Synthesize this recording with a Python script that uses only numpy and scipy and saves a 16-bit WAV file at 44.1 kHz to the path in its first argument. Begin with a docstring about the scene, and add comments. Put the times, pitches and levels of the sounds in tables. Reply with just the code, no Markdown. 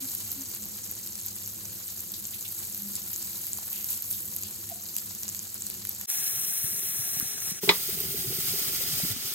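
"""Butter foams and spits in a pan over a low kitchen drone; a soft spatula's pushes make the boil flare.
The sound dips at 6 s, the drone ends, and wet chicken hisses in the fat with steam gurgling under it.
After a light spoon touch and a second dip the pan is full: a utensil knocks on it once, then the pieces
fry loudly and gurgle. Frying and steam are random bursts of ringing bubbles, frying with hiss; pops, thuds,
plops and hums are short tones; the knock is filtered noise plus pan modes; the drone is shaped noise."""
import sys
import numpy as np
from scipy import signal
from scipy.fft import rfft, irfft, next_fast_len
from scipy.io import wavfile

SR = 44100
rng = np.random.default_rng(int(sys.argv[2]) if len(sys.argv) > 2 else 0)


def dump(signal):
    """Clip the signal to [-1, 1] and save it as 16-bit WAV at the path in sys.argv[1]."""
    limited = np.clip(np.atleast_2d(signal).T, -1, 1)
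    pcm = np.round(limited * 32767).astype(np.int16)
    wavfile.write(sys.argv[1], SR, pcm)


N = 411889

# How hard each stage boils, before the stage's crackle gain and the spatula flares.
# Each row: time in seconds, fizz of fine bubbles in dB, crackle of coarse bubbles in dB.
BUTTER_BOIL = [(0, -39.5, -41), (.65, -44, -44), (1.65, -43.5, -45), (2.6, -41, -45), (3.55, -40.5, -43.5),
               (4.6, -43, -45.5), (6.04, -45, -44)]
FIRST_PIECE_BOIL = [(6.11, -34, -42), (6.55, -33, -44.5), (6.8, -34.5, -45), (7.2, -35, -43.5),
                    (7.37, -42.5, -45), (7.43, -37.5, -44), (7.51, -35, -41.5), (7.53, -47, -47.5),
                    (7.6, -48, -45)]
FULL_PAN_BOIL = [(7.63, -34.5, -40), (8.25, -35.5, -42.5), (8.35, -33.5, -40), (8.6, -32, -37),
                 (8.9, -34.5, -38), (9.122, -32.5, -37), (9.138, -43, -41.5), (9.21, -41, -41.5),
                 (9.3, -36.5, -40)]
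# Relative colour of each stage. Each row: frequency in Hz, weight in dB.
BUTTER_COLOUR = [(200, -30), (700, -15.5), (1300, -13.5), (1900, -14.5), (2600, -12), (3300, -11),
                 (4400, -7), (5400, -7), (6600, -2.5), (8400, 1), (10000, -2.5), (11300, 3), (13500, -1.73),
                 (15500, 0)]
FIRST_PIECE_COLOUR = [(150, -22), (300, -17), (410, -14.5), (570, -21.5), (720, -13.5), (1000, -21.5),
                      (1330, -12), (2200, -11), (3000, -13.5), (4150, -9.5), (4450, -5), (4850, -25),
                      (5500, 3.5), (6100, -0.5), (6600, -2.5), (7200, -3), (8200, 1), (9300, 2),
                      (10500, -1), (12900, 1.5), (14000, 0.5), (15500, -1.5)]
FULL_PAN_COLOUR = [(300, -23), (570, -19), (720, -14.5), (1020, -19), (1300, -8), (1750, -9.5),
                   (2400, -8.5), (3400, -4), (4350, -2), (4900, -0.3), (5600, -1), (6900, -2.5), (7700, -1),
                   (8600, -1), (9600, -3), (11500, -2), (13000, 0.9), (15500, 2)]
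# Stereo image of each stage. Each row: frequency in Hz, share common to both channels from 0 to 1,
# phase lag of the right channel in radians, left-minus-right balance in dB.
BUTTER_STEREO = [(300, .9, 0, 0), (900, .3, -.3, -3), (1500, .2, 0, -1.5), (2100, .28, 3, -1.3),
                 (3200, .22, 3.1, 0), (4000, .1, 0, 1.5), (5300, .2, 1.6, 3.7), (6300, .8, .1, 0),
                 (7300, .69, .9, -.3), (8400, .76, 2.3, 0), (9200, .98, 3.08, 0), (10000, .98, 3.2, 0),
                 (11000, .78, 4.3, 0), (12000, .74, 5.5, 0), (12800, .97, 6.25, 0), (13900, .97, 6.35, 0),
                 (14900, .6, 7.8, 0), (15700, .7, 9, 0)]
FIRST_PIECE_STEREO = [(400, .8, .2, 0), (1000, .5, -.5, -2), (1700, .72, -.4, -4.8), (2300, .75, -.4, -1.5),
                      (3200, .3, -.6, -2.7), (3750, .55, -.4, 0), (4100, .3, -1.8, 0), (4300, .98, -3.1, 0),
                      (4600, .995, -3.14, 0), (5300, .99, -3.14, 0), (5900, .94, -3.14, 0),
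                      (6500, .62, -3, 0), (7100, .78, -3.14, 0), (7600, .42, -3.5, -1),
                      (8200, .55, -3.8, 2), (8700, .45, -5.4, 3.5), (9700, .65, -6, 5),
                      (10700, .33, -6.2, 4.3), (11600, .3, -6.1, 1.5), (12300, .84, -6.3, 0),
                      (13600, .87, -6.3, -.5), (14200, .55, -5.9, -1), (15500, .62, -4.8, 0)]
FULL_PAN_STEREO = [(400, .87, 0, .5), (1000, .65, -.7, -2.5), (1900, .45, -.7, -5.5), (2600, .3, .2, -3.5),
                   (3100, .35, -.6, -1), (3700, .42, -2.9, -1.5), (4400, .78, -3.2, 0),
                   (4900, .42, -3.9, -3), (5900, .28, -3.3, -.7), (6800, .3, -7.7, 1), (7500, .15, -9.3, 0),
                   (8400, .27, -13.2, 1.5), (9300, .2, -12.6, 2.8), (9900, .1, -15, 3.7),
                   (10500, .24, -16.3, 3), (11500, .35, -17.3, 1.7), (12500, .8, -18.7, .5),
                   (13400, .8, -18.7, 0), (14200, .6, -18.1, 0), (15400, .72, -17.3, 0)]
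# The largest bubbles that burst. Each row: start in seconds, level in dB before the pop gain,
# pitch in Hz, snap as tearing noise relative to the ring.
LARGE_POPS = [(0.1507, -12, 11800, .3), (0.3174, -14, 12800, 0.49), (0.421, -23, 13500, .3),
              (0.549, -16, 11500, .6), (0.656, -22, 13400, 0.34), (0.9136, -15.5, 12400, .25),
              (1.074, -18, 12500, 0.71), (1.1548, -17, 9500, 0.56), (1.1902, -21, 9000, .5),
              (1.2632, -14, 12400, 0.27), (1.4756, -17, 12100, 0.36), (1.6546, -21, 6300, 0.48),
              (1.861, -23, 12500, .7), (1.8806, -19, 11900, .3), (2.1196, -16.5, 14600, .2),
              (2.2533, -17, 7000, 0.34), (2.747, -15.5, 12800, 0.9), (2.8216, -17, 12300, 0.36),
              (2.9545, -12.5, 7900, 0.45), (3.1322, -12.8, 12400, .6), (3.1612, -15.5, 6860, .6),
              (3.2261, -18, 7200, .5), (3.468, -16, 11700, .5), (3.5323, -12, 7950, .3),
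              (3.7304, -17, 12600, .2), (3.844, -12.5, 12000, .4), (3.9304, -15, 12300, .5),
              (4.0228, -14, 12700, 0.22), (4.1046, -18, 13500, 0.33), (4.1121, -10, 9850, .5),
              (4.128, -14.5, 8500, .5), (4.3642, -11, 11200, 0.7), (4.4144, -21, 13400, 0.36),
              (4.4245, -21, 12600, .2), (4.4348, -14.5, 7060, 0.69), (4.699, -21, 13400, 0.33),
              (4.943, -23, 12400, 0.22), (4.9657, -7.5, 10800, 1.1), (4.982, -19.5, 12000, 1),
              (4.9846, -13.5, 7450, 1), (5.233, -13.5, 11800, 2.3), (5.2808, -14, 6560, 0.91),
              (5.2907, -15, 7700, 0.43), (5.2985, -19, 12500, 0.99), (5.348, -14, 11400, 0.96),
              (5.3925, -15.5, 7140, 0.28), (5.544, -15.5, 10000, 0.64), (5.6217, -14, 7700, 0.5),
              (5.667, -13, 9500, 0.61), (5.7009, -13.5, 11000, 0.73), (5.742, -20, 12500, .7),
              (5.8516, -14, 9600, 0.78), (5.8712, -17, 11100, .2), (5.8932, -11, 12300, .25),
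              (5.9492, -21, 7460, 0.59), (5.999, -21, 12100, 0.86), (6.013, -16, 11950, 0.6),
              (6.1015, -9.5, 11500, .3), (6.1135, -18, 9300, 0.26), (7.1993, -7.5, 12800, .3),
              (8.0042, -11.5, 13300, 0.28)]
# Short wet sputters in the fat, and at 7.2 s a light spoon touch.
# Each row: start in seconds, length in seconds, level in dB, centre pitch in Hz.
SPUTTER_EVENTS = [(0.837, .015, -38.5, 8200), (1.892, .015, -43, 5530), (2.137, .004, -32, 5360),
                  (2.163, 0.0083, -50, 4000), (2.331, .015, -44, 3200), (2.446, 0.014, -41, 3530),
                  (2.958, 0.012, -33, 7550), (2.961, .045, -53, 3200), (3.14, .025, -57, 3500),
                  (3.72, 0.12, -50, 2700), (3.906, 0.029, -46, 3600), (4.128, 0.022, -43, 4180),
                  (4.442, 0.027, -44.5, 3830), (4.68, .04, -55, 2600), (5.094, 0.015, -42, 5470),
                  (5.283, .012, -36, 7300), (5.6, .03, -53, 6000), (7.204, .008, -40, 1630)]
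# Steam escaping under the meat, before its echo.
# Each row: start in seconds, end in seconds, level in dB, spread of bubble sizes in dB.
GURGLE_SPELLS = [(6.148, 6.619, -55, 1), (6.601, 7.601, -53.5, 1.5), (7.619, 9.343, -51, 1.5),
                 (7.869, 9.149, -47, 1)]
# Relative colour of the steam. Each row: frequency in Hz, weight in dB.
GURGLE_COLOUR = [(38, -46), (62, -2), (105, 3), (170, 2.5), (220, -0.5), (290, -10), (390, -1), (440, -4),
                 (510, -20), (600, -15.5), (800, -12.5), (1000, -33)]
# Soft thuds of meat and plops of steam in the fat, before their echo.
# Each row: start in seconds, envelope peak in dB, pitch in Hz, swell time in seconds.
PLOP_EVENTS = [(3.587, -36.5, 910, 0.00078), (6.639, -32.5, 127, 0.0056), (6.727, -45, 230, .004),
               (6.987, -38, 117, 0.01), (7.167, -37, 148, 0.0049), (7.2, -40, 300, 0.0036),
               (7.226, -29.5, 184, 0.0022), (7.516, -32, 168, 0.0046), (7.887, -34.5, 395, 0.0049),
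               (7.923, -53, 170, 0.0065), (7.969, -38.5, 405, 0.006), (8.004, -37, 401, .006),
               (8.036, -37, 397, 0.004), (8.084, -36, 149, .009), (8.14, -33.5, 410.7, 0.0054),
               (8.243, -36, 382, .005), (8.268, -33, 133, 0.012), (8.301, -35, 380, 0.0056),
               (8.323, -37, 430, 0.004), (8.379, -36.5, 376, 0.006), (8.382, -35, 151, 0.0079),
               (8.51, -41, 136, 0.012), (8.535, -35, 397, 0.0056), (8.588, -38.5, 402, .005),
               (8.673, -39, 124, .007), (8.736, -32, 250, 0.0017), (8.805, -40, 520, 0.0046),
               (8.921, -37, 139, 0.014), (9.0, -35, 630, 0.0017), (9.033, -26, 177, 0.005),
               (9.047, -29, 270, 0.0028), (9.101, -32.5, 113, 0.013), (9.16, -38.5, 250, 0.0057),
               (9.244, -43, 116, 0.0077)]
# Faint rounded hums that swell and fade, before their echo.
# Each row: start in seconds, length in seconds, pitch in Hz, envelope peak in dB.
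HUMS = [(0, 0.082, 265, -40), (0.347, .115, 270, -41), (2.77, .19, 201, -41.5), (4.695, .03, 770, -47),
        (4.708, .031, 687, -38), (4.73, .07, 700, -51)]
# Relative colour of the kitchen drone. Each row: frequency in Hz, weight in dB.
DRONE_COLOUR = [(25, -20), (55, -10.5), (85, -0.5), (120, -4), (145, -8.5), (210, 0.5), (250, -15),
                (340, -5.5), (450, -18), (800, -29), (2000, -31)]
# Peaks in the drone. Each row: frequency in Hz, width in Hz, lift in dB above that colour.
DRONE_PEAKS = [(100.7, 11, 10.5), (209, 53, 3.8), (350, 48, 1.9), (503, 35, 10), (676, 25, 11)]
# The contacts that make up the utensil's knock on the pan.
# Each row: start in seconds, relative level in dB, hardness as a cut-off in Hz.
KNOCK_CONTACTS = [(7.631, -8.5, 450), (7.676, -7.5, 560), (7.6907, 0, 9000)]
# What the pan rings with. Each row: frequency in Hz, relative level in dB, 60 dB decay time in seconds.
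PAN_MODES = [(180, -4.5, .14), (345, -5, .075), (406, 4, .09), (884, -3, .1), (957, -4, .1),
             (1067, -4.5, .086), (1194, -5, .11), (1984, 4.5, .085), (2035, -1, .07), (2170, 2, .05),
             (2490, 1, .075), (2895, -7, .09), (3020, -4, .09), (3338, 0, .07), (3542, -3, .09),
             (3693, 1.5, .08), (3761, .5, .09), (4025, 7, .065), (4840, -6, .06)]
# Relative colours of the contact and of its first instant. Each row: frequency in Hz, weight in dB.
CLACK_COLOUR = [(40, -50), (130, -6), (400, 7.5), (650, -0.5), (1100, 5.5), (1550, -6.5), (2200, 3),
                (2800, -11), (3500, 3.5), (4400, -3), (5000, -1), (5600, -10), (8000, -24), (15000, -31)]
CRACK_COLOUR = [(500, -26), (1550, -9), (2200, 10), (3600, 0), (4400, 0), (6000, -6), (8000, -6),
                (12000, -28)]
# The spatula pushes wet foam onto bare hot metal and the boil flares.
# Each row: start in seconds, length in seconds, added fizz in dB, added crackle in dB.
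STROKES = [(2.488, 0.28, 1, 2.5), (2.95, 0.083, -1, 4), (3.114, 0.29, 2, 2.5), (3.67, 0.23, 4.5, 1),
           (3.852, 0.15, 9, 5), (4.027, 0.28, 7, -1), (4.963, 0.06, 1.5, 2)]

STROKE_PEAK = 0.33  # share of a stroke after which the flare is strongest
# Lesser pops fall at random in the butter; the loudest is SPIT_DB before the pop gain.
SPITS_PER_S, SPIT_DB, SPIT_RANGE_DB, SPIT_LO_HZ, SPIT_HI_HZ = 11, -21.5, 10, 6000, 13400
BUTTER_END_S = 6.06
DRONE_DB = -51.5
EDGE_HZ = 15900  # upper band limit


def sizzle(boil, colour, image, start, end, coarse_db, per_s, spread_db, clump_db, hiss_db, t60, patchy, fade):
    """Water boils out of hot fat: clumps of bursting bubbles over the hiss of countless smaller ones."""
    t = np.arange(int(start * SR), int(end * SR)) / SR
    s, fizz_db, crackle_db = np.transpose(boil)
    clumps = wander(len(t), rate_hz=32)
    bursts = evened(bubbles(len(t), per_s, spread_db, 380, 17000, ring=0.00029))
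    hiss = amp(hiss_db) * rng.standard_normal(len(t))
    source = (bursts + hiss) * amp(clump_db * clumps)
    sound = coloured(stereo(source, image, t60, patchy=patchy), colour)
    sound = sound / band_rms(sound, 11000, 15500)
    # split near 8.8 kHz: crackle below, fizz above
    coarse = filtered(sound, lambda hz: 1 / (1 + (hz / 8800) ** 8))
    fine = sound - coarse
    fizz_flare_db, crackle_flare_db = flares(t)
    fizz = fine * amp(np.interp(t, s, fizz_db) + fizz_flare_db)
    crackle = coarse * amp(coarse_db + np.interp(t, s, crackle_db) + crackle_flare_db)
    fade_in_out = np.clip(np.minimum(t - start, end - t) / fade, 0, 1) ** 2
    return start, (fizz + crackle) * fade_in_out


def flares(t):
    """Change of fizz and crackle in dB as each spatula stroke swells quickly and settles slowly."""
    out = np.zeros((2, len(t)))
    for s, length, fizz_db, crackle_db in STROKES:
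        swell = np.interp((t - s) / length, [0, np.clip(STROKE_PEAK, 0, 1), 1], [0, 1, 0])
        out += np.outer([fizz_db, crackle_db], swell)
    return out


def pops(ring=0.00029, gain_db=-12.5, tear_hz=4500):
    """A large bubble tears open with a snap and rings for a few cycles."""
    t, out = np.arange(200) / SR, np.zeros(N)
    rows = list(LARGE_POPS) + spits()
    envelope = np.exp(-t / ring) * (1 - np.exp(-3 * t / ring))
    for (s, db, hz, snap), noise in zip(rows, rng.standard_normal((len(rows), len(t)))):
        pop = (np.sin(2 * np.pi * hz * t) + snap * noise) * envelope
        add(out, s, amp(db + gain_db) * evened(pop))
    heard = stereo(out, BUTTER_STEREO, t60=.19, wet_db=-4, patchy=.85, patch_t60=.014)
    return filtered(heard, lambda hz: hz / np.hypot(hz, tear_hz))  # thins the low end


def spits(snap=0.36):
    """Draws the lesser bursts: start in seconds, level in dB before the pop gain, pitch in Hz, snap."""
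    rows = []
    for when, size, pitch in rng.random((int(SPITS_PER_S * BUTTER_END_S), 3)):
        level_db = SPIT_DB - SPIT_RANGE_DB * size
        hz = SPIT_LO_HZ + (SPIT_HI_HZ - SPIT_LO_HZ) * pitch
        rows.append((when * BUTTER_END_S, level_db, hz, snap))
    return rows


def sputters(per_s=1300, spread_db=0.0, attack=0.0029, octaves=0.63, tail=0.091):
    """Water pockets boil off in quick runs of coarse bubbles around one pitch; a spoon touch is made alike."""
    out = np.zeros((2, N))
    for s, length, db, centre_hz in SPUTTER_EVENTS:
        t = np.arange(int((length + tail) * SR)) / SR
        swell = np.minimum(t / attack, 1) * np.exp(-(t / length) ** 2)
        source = swell * bubbles(len(t), per_s, spread_db, 1500, 10800, ring=0.00038, count=10)
        run = stereo(source, BUTTER_STEREO, t60=0.28, patchy=0.46)
        run = filtered(run, lambda hz: 1 / (1 + (np.log2((hz + 1) / centre_hz) / octaves) ** 4))
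        # set the level by the run's whole energy, spread over its nominal length
        add(out, s, amp(db) * run / np.sqrt((run ** 2).sum() / (2 * length * SR)))
    return out


def gurgle(per_s=280, room_db=-7, fade=0.02):
    """Big slow steam bubbles escape from under the meat, each ringing at a low pitch."""
    out = np.zeros(N)
    for start, end, db, spread_db in GURGLE_SPELLS:
        t = np.arange(0, end - start, 1 / SR)
        source = bubbles(len(t), per_s, spread_db, 83, 766, ring=0.0053, count=16)
        blubs = evened(coloured(source, GURGLE_COLOUR))
        fade_in_out = np.minimum(np.minimum(t, t[-1] - t) / fade, 1)
        add(out, start, amp(db) * blubs * fade_in_out)
    return out + amp(room_db) * scatter(out, t60=0.26)


def plops(room_db=-12):
    """Soft thuds, plops and faint hums: short sine tones with rounded envelopes and an echo."""
    out = np.zeros(N)
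    for s, db, hz, swell in PLOP_EVENTS:
        u = np.arange(int(8 * swell * SR)) / SR / swell  # time in swell times, peak at 1
        envelope = (u * np.exp(1 - u)) ** 2
        add(out, s, amp(db) * envelope * np.sin(2 * np.pi * hz * swell * u))
    for s, length, hz, db in HUMS:
        t = np.arange(int(length * SR)) / SR
        add(out, s, amp(db) * np.hanning(len(t)) * np.sin(2 * np.pi * hz * t))
    return out + amp(room_db) * scatter(out, t60=0.76)


def knocks(ring_db=-19, clack_db=-15.5, clack_t60=0.14, spread_hz=1500, apart_rad=1.73,
           crack_db=-9, crack_t60=.022):
    """Bright crack, short clack and the pan's food-damped modes; soft contacts rouse only the low ones."""
    t, out = np.arange(SR // 4) / SR, np.zeros((2, N))
    hz, db, t60 = np.transpose(PAN_MODES)[:, :, None]
    # the higher a mode, the more its phase differs between the channels
    between = apart_rad * np.array([.5, -.5])[:, None, None] * np.tanh(hz / spread_hz)
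    alternate = np.pi * np.arange(len(hz))[:, None]  # every other mode starts inverted
    modes = amp(db - 60 * t / t60) * np.sin(2 * np.pi * hz * t + alternate + between)
    ring = modes.sum(1)
    for s, level_db, hard_hz in KNOCK_CONTACTS:
        contact = stereo(rng.standard_normal(len(t)), FULL_PAN_STEREO, t60=0.01, wet_db=8.0, patchy=0)
        clack = evened(coloured(contact, CLACK_COLOUR)) * amp(-60 * t / clack_t60)
        crack = evened(coloured(contact, CRACK_COLOUR)) * amp(-60 * t / crack_t60)
        blow = amp(ring_db) * ring + amp(clack_db) * clack + amp(crack_db) * crack
        blow = blow * np.minimum(t / 0.00067, 1)
        band = [110, np.clip(hard_hz, 200, SR / 3)]
        softness = signal.butter(2, band, "bandpass", fs=SR, output="sos")
        add(out, s, amp(level_db) * signal.sosfilt(softness, blow))
    return out


def drone(width=0.51, waver_db=1.0, waver_hz=4):
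    """A low wavering rumble with a few fuzzy peaks, nearly alike in both channels, under the butter."""
    noise = rng.standard_normal((3, N))
    shared_and_wide = noise[0] + width * noise[1:]

    def peaks(hz):
        return 1 + sum((amp(db) - 1) / (1 + (2 * (hz - f) / w) ** 2) for f, w, db in DRONE_PEAKS)

    rumble = filtered(coloured(shared_and_wide, DRONE_COLOUR), peaks)
    rumble = evened(rumble * amp(waver_db * wander(N, waver_hz)))
    fade_out = np.clip((BUTTER_END_S - np.arange(N) / SR) / 0.018, 0, 1)
    return amp(DRONE_DB) * rumble * fade_out


def bubbles(length, per_s, spread_db, lo_hz, hi_hz, ring, count=24):
    """Bursts at random moments: each rings briefly at one of count pitches; sizes vary by spread_db."""
    out, r = np.zeros(length), np.exp(-1 / ring / SR)
    for hz in np.linspace(lo_hz, hi_hz, count):
        chance, size = rng.random((2, length))
        hit = chance < per_s / count / SR
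        signed = 2 * size[hit] - 1
        rarity = np.minimum(-np.log(abs(signed) + 1e-9), 5)  # mostly small, seldom large
        clicks = np.zeros(length)
        clicks[hit] = np.sign(signed) * amp(spread_db * rarity)
        # a two-pole resonator turns each click into a decaying cosine
        turn = r * np.cos(2 * np.pi * hz / SR)
        out += signal.lfilter([1, -turn], [1, -2 * turn, r * r], clicks + 1e-12)
    return out


def stereo(x, image, t60, wet_db=0, patchy=.5, patch_t60=0.051):
    """Spreads x over two channels: a shared part with a phase lag per frequency, plus diffuse echoes and noise."""
    f, share, lag, balance_db = np.transpose(image)
    side = np.array([[.5], [-.5]])

    def common(hz):
        return np.clip(np.interp(hz, f, share), 0, 1)

    shared = filtered(x, lambda hz: np.sqrt(common(hz)) * np.exp(1j * side * np.interp(hz, f, lag)))
    # fresh noise that follows the dying energy
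    keep, patchy = np.exp(-2 * np.log(1000) / t60 / SR), np.clip(patchy, 0, 1)
    energy = signal.lfilter([1 - keep], [1, -keep], x * x + 1e-20)
    late = np.sqrt(energy) * rng.standard_normal((2, len(x)))
    echoes = np.sqrt(patchy) * patches(x, patch_t60) + np.sqrt(1 - patchy) * late
    diffuse = amp(wet_db) * filtered(echoes, lambda hz: np.sqrt(1 - common(hz)))
    return filtered(shared + diffuse, lambda hz: amp(side * np.interp(hz, f, balance_db)))


def patches(x, t60, count=3, size=96):
    """Bursts come from changing spots in the pan, each spot with its own random echo colour."""
    spot = np.repeat(rng.integers(0, count, len(x) // size + 1), size)[:len(x)]
    return sum(scatter(x * (spot == k), t60) for k in range(count))


def scatter(x, t60):
    """Dense random echoes that die away, different for each channel."""
    t = np.arange(int(t60 * SR) + 16) / SR
    taps = rng.standard_normal((len(t), 2)).T * amp(-60 * t / t60)
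    taps = taps / np.linalg.norm(taps, axis=1, keepdims=True)
    return signal.oaconvolve(x[None], taps, axes=1)[:, :len(x)]


def wander(length, rate_hz):
    """Slow random drift with an RMS of one."""
    return evened(filtered(rng.standard_normal(length), lambda hz: 1 / (1 + (hz / rate_hz) ** 2)))


def coloured(x, points):
    """Gives x a spectrum, rolled off in the deepest bass."""
    return filtered(x, lambda hz: amp(read(points, hz)) * hz / np.hypot(hz, 20))


def read(points, hz):
    """A spectrum in dB, joined by straight lines over log frequency."""
    f, db = np.transpose(points)
    return np.interp(np.log(hz + 1), np.log(f), db)


def filtered(x, response):
    """Applies a response given as a function of frequency."""
    size = next_fast_len(x.shape[-1] + 4096, True)
    spectrum = rfft(x, size) * response(np.fft.rfftfreq(size, 1 / SR))
    return irfft(spectrum, size)[..., :x.shape[-1]]


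def band_rms(x, lo_hz, hi_hz):
    """Level of the centre of a stereo sound within one band."""
    return np.std(filtered(x.mean(0), lambda hz: (hz > lo_hz) & (hz < hi_hz)))


def evened(x):
    """Scales a sound to an RMS of one."""
    return x / np.sqrt(np.mean(x ** 2) + 1e-20)


def amp(db):
    """Turns dB into an amplitude factor."""
    return 10 ** (np.asarray(db) / 20)


def add(mix, s, sound):
    """Mixes a sound in from time s in seconds."""
    part = mix[..., max(round(s * SR), 0):][..., :sound.shape[-1]]
    part += sound[..., :part.shape[-1]]


def scene():
    """Three stages of frying, one after the other, with all the small sounds around them."""
    frying = np.zeros((2, N))
    add(frying, *sizzle(BUTTER_BOIL, BUTTER_COLOUR, BUTTER_STEREO, start=0, end=6.062, coarse_db=3.5,
                        per_s=5000, spread_db=3.5, clump_db=.75, hiss_db=-7.5, t60=.08, patchy=.7, fade=.005))
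    add(frying, *sizzle(FIRST_PIECE_BOIL, FIRST_PIECE_COLOUR, FIRST_PIECE_STEREO, start=6.065, end=7.618,
                        coarse_db=9.0, per_s=9000, spread_db=3.0, clump_db=0.5, hiss_db=-1.0,
                        t60=0.097, patchy=1.0, fade=0.027))
    add(frying, *sizzle(FULL_PAN_BOIL, FULL_PAN_COLOUR, FULL_PAN_STEREO, start=7.597, end=9.38,
                        coarse_db=4.5, per_s=14000, spread_db=2.0, clump_db=1.0, hiss_db=1.5,
                        t60=0.19, patchy=0.8, fade=0.037))
    return frying + pops() + sputters() + gurgle() + plops() + knocks() + drone()


def record(dry):
    """Rounds off the loudest peaks, then applies a steep band limit."""
    rounded = .85 * np.tanh(dry / .85)
    low_pass = signal.firwin(511, EDGE_HZ, window=("kaiser", 9), fs=SR)
    return signal.oaconvolve(rounded, low_pass[None], "same")


dry = scene()
out = record(dry)
dump(out)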